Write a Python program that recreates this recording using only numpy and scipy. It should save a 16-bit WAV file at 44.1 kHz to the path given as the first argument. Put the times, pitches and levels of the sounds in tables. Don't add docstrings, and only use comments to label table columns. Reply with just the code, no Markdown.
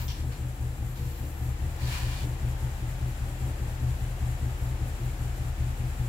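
import sys
import numpy as np
from scipy import signal
from scipy.fft import rfft, irfft, next_fast_len
from scipy.io import wavfile
from scipy.ndimage import uniform_filter1d

SR = 44100
rng = np.random.default_rng(int(sys.argv[2]) if len(sys.argv) > 2 else 0)


def store_wav(level_fs):
    pcm = np.round(np.clip(np.atleast_2d(level_fs), -1, 1) * 32767)
    wavfile.write(sys.argv[1], SR, pcm.T.astype(np.int16))


def amplitude_ratio(level_db):
    exponent = np.asarray(level_db, float) / 20
    return 10 ** exponent


N = 268304
TIME = np.arange(N) / SR


def stereo_noise():
    return rng.standard_normal((2, N))


def evened(x):
    return x / np.sqrt(np.mean(x ** 2) + 1e-20)


def read(points, hz):
    f, value = np.transpose(points)
    return np.interp(np.log(hz + 1), np.log(f + 1), value)


def follow(rows, column=1, **ends):
    rows = np.array(rows)
    return np.interp(TIME, rows[:, 0], rows[:, column], **ends)


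def swell(start, length, db, rise, fall, sag_db=0):
    s = start + np.sort([0, rise, length - fall, length])
    levels_db = [db - 20, db, db + sag_db, db + sag_db - 20]
    return amplitude_ratio(np.interp(TIME, s, levels_db, left=-99, right=-99))


def ring(x, hz, width):
    return evened(signal.lfilter(*signal.iirpeak(hz, hz / width, SR), x))


def resonate(x, hz, width):
    turn = np.exp(2j * np.pi * np.cumsum(hz * np.ones(N)) / SR)
    r = np.exp(-np.pi * width / SR)
    return 2 * (turn * signal.lfilter([1 - r], [1, -r], x / turn)).real


def low_pass(x, edge_hz, order):
    size = next_fast_len(N + SR)
    hz = np.fft.rfftfreq(size, 1 / SR)
    return irfft(rfft(x, size) / np.sqrt(1 + (hz / edge_hz) ** order), size)[..., :N]


# (frequency [Hz], left-right likeness [-1 to 1])
PORT_LIKENESS = [(60, 1.0), (130, 1), (290, 0.63), (640, 0.79), (1410, -0.2), (3100, 0.051), (6820, -0.019),
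                 (15000, 0.15)]
# (frequency [Hz], left over right [dB])
PORT_LEAN = [(60, 3.5), (300, 6.5), (1200, 4), (2500, 3), (4500, 3), (6300, 0.5), (7000, 15), (7500, 13.5),
             (8000, -1), (8600, -7), (10500, -2.5), (12000, -2), (13800, 1.5), (15000, 5)]


def ported(x, colour):
    size = next_fast_len(N)
    hz = np.fft.rfftfreq(size, 1 / SR)
    a, b = rfft(x, size) * amplitude_ratio(read(colour, hz))
    same = np.clip(read(PORT_LIKENESS, hz), -1, 1)
    lean_db = read(PORT_LEAN, hz)
    left = a * amplitude_ratio(lean_db / 2)
    right = (same * a + np.sqrt(1 - same ** 2) * b) * amplitude_ratio(-lean_db / 2)
    return evened(irfft(np.array([left, right]), size)[:, :N])


# (time [s], turned [0-1])
TURN = [
    (0, 0.12),
    (1.15, 0),
    (1.8, 0.84),
    (2.3, 0.81),
    (6.1, 0.81),
]


def camera_turn(at=TIME):
    return np.interp(at, *np.transpose(TURN))


# (time [s], blow strength [dB], extra swing of the middle boom [dB])
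BEATS = [(0.1677, -0.8, 2.5), (0.3721, -1.7, -3.5), (0.5686, -1, 1), (0.77, -0.5, -2.5), (0.9747, -2.2, -2),
         (1.1685, -2, 2.5), (1.3861, -0.5, 1.5), (1.5827, -1.5, 6), (1.7975, 0.5, 2.5), (1.991, 0.5, 3),
         (2.195, 0.3, 0.5), (2.394, 1.3, -1), (2.5921, -1, 1.5), (2.7849, 0, 0), (2.9907, -0.6, 1.5),
         (3.1812, -0.2, 1.3), (3.3897, 0.5, 3.2), (3.5781, 2.5, 4), (3.7919, 2, 3), (3.9852, -0.5, 2.5),
         (4.1898, 1.1, 3.0), (4.3901, 0.3, 1), (4.5852, 0.8, 3.5), (4.7824, -2.5, 2), (4.9773, 0, -1),
         (5.1714, -1.2, 2.5), (5.3672, -3.3, 3), (5.5682, 0.7, 2), (5.7663, -1, -0.5), (5.9604, 2.5, -1)]


def beats():
    cycle_s, lead_in_db = .1995, -3
    first = [BEATS[0][0] - cycle_s, lead_in_db, lead_in_db]
    last = [BEATS[-1][0] + cycle_s, 0, 0]
    return np.array([first, *BEATS, last])


def pulse(lag, per_cycle=1):
    cycles = np.interp(TIME, beats()[:, 0], np.arange(len(beats())))
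    return np.cos(2 * np.pi * per_cycle * (cycles - lag))


# (frequency [Hz], level [dB per Hz])
ROAR = [(150, -8), (240, -8), (380, -3.5), (454, -4), (549, -1), (656, -3.5), (748, 0), (863, -3),
        (937, -5.5), (1580, -6), (1740, -5), (2200, -8.5), (2370, -8), (4140, -15.5), (4340, -15.5),
        (6500, -18), (8450, -38), (14300, -120)]


def fan_roar(throb_db):
    level_db = -49.5 + 4 * camera_turn() + 0.18 * throb_db + 0.11 * pulse(.3)
    return amplitude_ratio(level_db) * ported(stereo_noise(), ROAR)


# (frequency [Hz], level [dB per Hz])
HISS = [(4500, -57), (6000, -4.5), (6600, -8.5), (7150, -0.5), (7550, 1), (8000, 0), (8500, -2),
        (9500, -2.5), (10500, -4), (11900, 0.5), (12800, -3.5), (13700, -9), (14800, -5), (15800, -7.5)]


def intake_hiss(throb_db):
    return amplitude_ratio(-54.5 + 2 * camera_turn() + throb_db) * ported(stereo_noise(), HISS)


# (frequency [Hz], width [Hz], level [dB])
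WHINES = [(741, 26, -60.5), (890, 1.3, -61.5), (823, 10, -62)]
# (frequency [Hz], level [dB])
TONES = [(4000, -76), (6000, -79)]
# (time [s], frequency [Hz], level [dB])
CABIN_HUM = [
    (0, 480, -60),
    (1.45, 480, -61),
    (1.65, 480, -72),
]


def whines(lumps):
    out = np.zeros((2, N))
    for hz, width, db in WHINES:
        out += amplitude_ratio(db + 4 * (camera_turn() - 1)) * ring(stereo_noise(), hz, width)
    for hz, db in TONES:
        out += amplitude_ratio(db + lumps) * np.sqrt(2) * np.sin(2 * np.pi * hz * TIME)
    hum = evened(resonate(rng.standard_normal(N), follow(CABIN_HUM), 3))
    return out + amplitude_ratio(follow(CABIN_HUM, 2)) * hum


# (start [s], length [s], level [dB])
WHISTLE = (0.72, 0.93, -58.5)
# (start [s], length [s], level [dB])
FIZZ = [
    (-.2, 0.39, -50),
    (.75, .85, -60),
    (1.6, .55, -59),
]


def air_leak():
    whistle = ring(ring(stereo_noise(), 12000, 1500), 12000, 1500)
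    fizz = ring(ring(stereo_noise(), 14600, 2500), 14600, 2500)
    sweeps = sum(swell(s, length, db, length / 2.5, length / 3) for s, length, db in FIZZ)
    return swell(*WHISTLE, rise=0.2, fall=0.2) * whistle + sweeps * fizz


def engine_bay():
    lumps = evened(uniform_filter1d(uniform_filter1d(rng.standard_normal(N), 1500), 1500))
    throb_db = .8 * (pulse(.45) + pulse(.1, per_cycle=2) + lumps)
    return fan_roar(throb_db) + intake_hiss(throb_db) + whines(lumps) + air_leak()


# (frequency [Hz], level [dB per Hz])
GRIT = [(290, -20), (600, -11), (954, -0.5), (1350, -5.5), (1800, 0.5), (1990, -6), (2360, -12),
        (3240, -10), (4380, -7), (5590, -9), (15500, -18)]
# (frequency [Hz], width [Hz], level [dB])
SOLE = [(978, 70, -12.5), (1490, 190, -24), (2404, 140, -9), (2830, 420, -11), (4050, 990, -12.5)]
# (start [s], length [s], level [dB])
SCUFFS = [
    (-.01, 0.097, -51),
    (0.076, 0.18, -56.5),
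    (0.312, 0.099, -56.5),
    (.95, 0.34, -59.5),
]
# (time [s], pressure [dB], hollow under the sole [Hz])
DRAG = [
    (1.76, -72, 4500),
    (1.82, -54, 4450),
    (1.86, -51.5, 4300),
    (1.9, -48.5, 3000),
    (1.945, -45, 2450),
    (2.06, -52, 2600),
    (2.15, -50.5, 3600),
    (2.24, -53.5, 3020),
    (2.258, -62, 3000),
]


def scuffs_and_drag(grains):
    grit = ported(grains, GRIT) + sum(amplitude_ratio(db) * ring(grains, hz, width) for hz, width, db in SOLE)
    drag = amplitude_ratio(follow(DRAG, left=-99, right=-99))
    scuffs = sum(swell(*row, rise=0.01, fall=.03, sag_db=-6) for row in SCUFFS)
    hollow = evened(resonate(grains, follow(DRAG, 2), 500))
    return amplitude_ratio(5) * grit * (drag + scuffs) + amplitude_ratio(-7) * hollow * drag


# (frequency [Hz], width [Hz], level [dB])
TAP_RING = [(3300, 1500, 6.5), (4200, 500, -1), (4670, 850, 2.5), (5390, 1200, 4.5)]


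def heel_tap(grains):
    heel = sum(amplitude_ratio(db) * ring(ring(grains, hz, width), hz, width) for hz, width, db in TAP_RING)
    contact = swell(.078, .055, -47.5, rise=.003, fall=.015)
    tail = swell(.078, .2, -48.5, rise=.003, fall=.145)
    return amplitude_ratio(-10) * heel * (contact + tail)


# (start [s], length [s], level [dB], first pitch [Hz], last pitch [Hz])
SQUEAKS = [
    (-.008, .054, -53, 13620, 13500),
    (.048, .045, -53, 13600, 13450),
    (.098, .05, -62, 14300, 12600),
]


def squeaks():
    out = np.zeros((2, N))
    for start, length, db, first_hz, last_hz in SQUEAKS:
        hz = np.interp(TIME, [start, start + length], [first_hz, last_hz])
        out += evened(resonate(stereo_noise(), hz, 18)) * swell(start, length, db, .01, .01)
    return out


def shoe():
    clumps = uniform_filter1d(rng.standard_normal(N), 150)
    grains = stereo_noise() * amplitude_ratio(2.38 * rng.exponential(1, N) + 7.7 * clumps)
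    return scuffs_and_drag(grains) + heel_tap(grains) + squeaks()


# (frequency [Hz], level [dB])
PUFF = [(24, -22), (34, -6), (42, -8), (51, -3), (60, -7), (68, 1), (82, -3), (88, -10), (100, -4),
        (120, -7), (135, -6), (156, -8), (172, -17), (195, -40), (300, -100)]


def stray_puffs():
    return amplitude_ratio(-40) * ported(amplitude_ratio(4.5 * pulse(.4)) * stereo_noise(), PUFF)


# (frequency [Hz], width [Hz], level [dB])
CHUFF_RING = [(208, 31, -8), (238, 24, 0), (290.6, 25.7, -0.5), (321.6, 38, -0.5), (361, 91, -14)]
# (start [s], level [dB])
POPS = [
    (.2, -44.5),
    (1.19, -45),
    (2.21, -41.5),
    (2.4, -45.5),
    (3.44, -45),
    (4.4, -45),
    (4.96, -49.5),
    (5.18, -54),
]


def chuffs():
    gas = rng.standard_normal(N) + 0.36 * stereo_noise()
    rings = [amplitude_ratio(db) * ring(ring(gas, hz, width), hz, 3 * width) for hz, width, db in CHUFF_RING]
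    steady = amplitude_ratio(-51 + 2 * pulse(.25))
    pops = sum(swell(s, .13, db, rise=0.046, fall=0.079) for s, db in POPS)
    return evened(sum(rings)) * np.hypot(steady, pops) * amplitude_ratio([[1.9], [-2.2]])


# (timing slip [firing gaps], blow [dB])
CYLINDERS = [(-0.141, -5.5), (-0.06, 5.0), (-0.387, -3.5), (-0.082, 1.7), (-0.36, -2), (-0.181, -0.3),
             (-0.133, -5.5), (-0.327, -4.5)]


def firings():
    s = beats()[:, 0]
    slip = np.array(CYLINDERS)[:, 0]
    phase = (np.arange(8) + slip) / 8
    return np.round((1 + s[:-1, None] + np.diff(s)[:, None] * phase) * SR).astype(int)


# (frequency [Hz], width [Hz], level [dB], travel [ms])
BOOMS = [(41.1, 7.66, 31.5, 14.5), (74.4, 3.3, 27.9, 4.5), (123.92, 10.8, 32, 1.42), (117.9, 21.7, 27, 5.0),
         (62.5, 6.6, 16.5, -2.5), (44.0, 7.4, 29.1, 4.5), (144.2, 4.4, 9.5, 2.5)]
SET_BY = (0, 2, 1, 1, 2, 0, 1)


def exhaust():
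    fired = firings()
    blow_db = np.array(CYLINDERS)[:, 1] + .8 * rng.standard_normal(fired.shape)
    swing_db = beats()[:-1]
    swing_db[:, 0] = -2.17 + 4.36 * camera_turn(swing_db[:, 0])
    out = np.zeros(N)
    for (hz, width, db, ms), column in zip(BOOMS, SET_BY):
        blows = np.zeros(N + 2 * SR)
        blows[fired + round(ms * SR / 1000)] = amplitude_ratio(db + blow_db + swing_db[:, [column]])
        out += signal.lfilter(*signal.iirpeak(hz, hz / width, SR), blows)[SR:SR + N]
    soft = low_pass(out, 165, order=16)
    return soft * amplitude_ratio([[2.2], [-.5]])


def scene():
    return engine_bay() + shoe() + stray_puffs() + chuffs() + exhaust()


def roll_off(x):
    return signal.sosfilt(signal.butter(12, 17080, fs=SR, output="sos"), x)


def record(dry):
    trimmed = dry - low_pass(dry, 24, order=8)
    mix = low_pass(trimmed, 15790, order=600)
    return roll_off(mix)


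dry = scene()
out = record(dry)
store_wav(out)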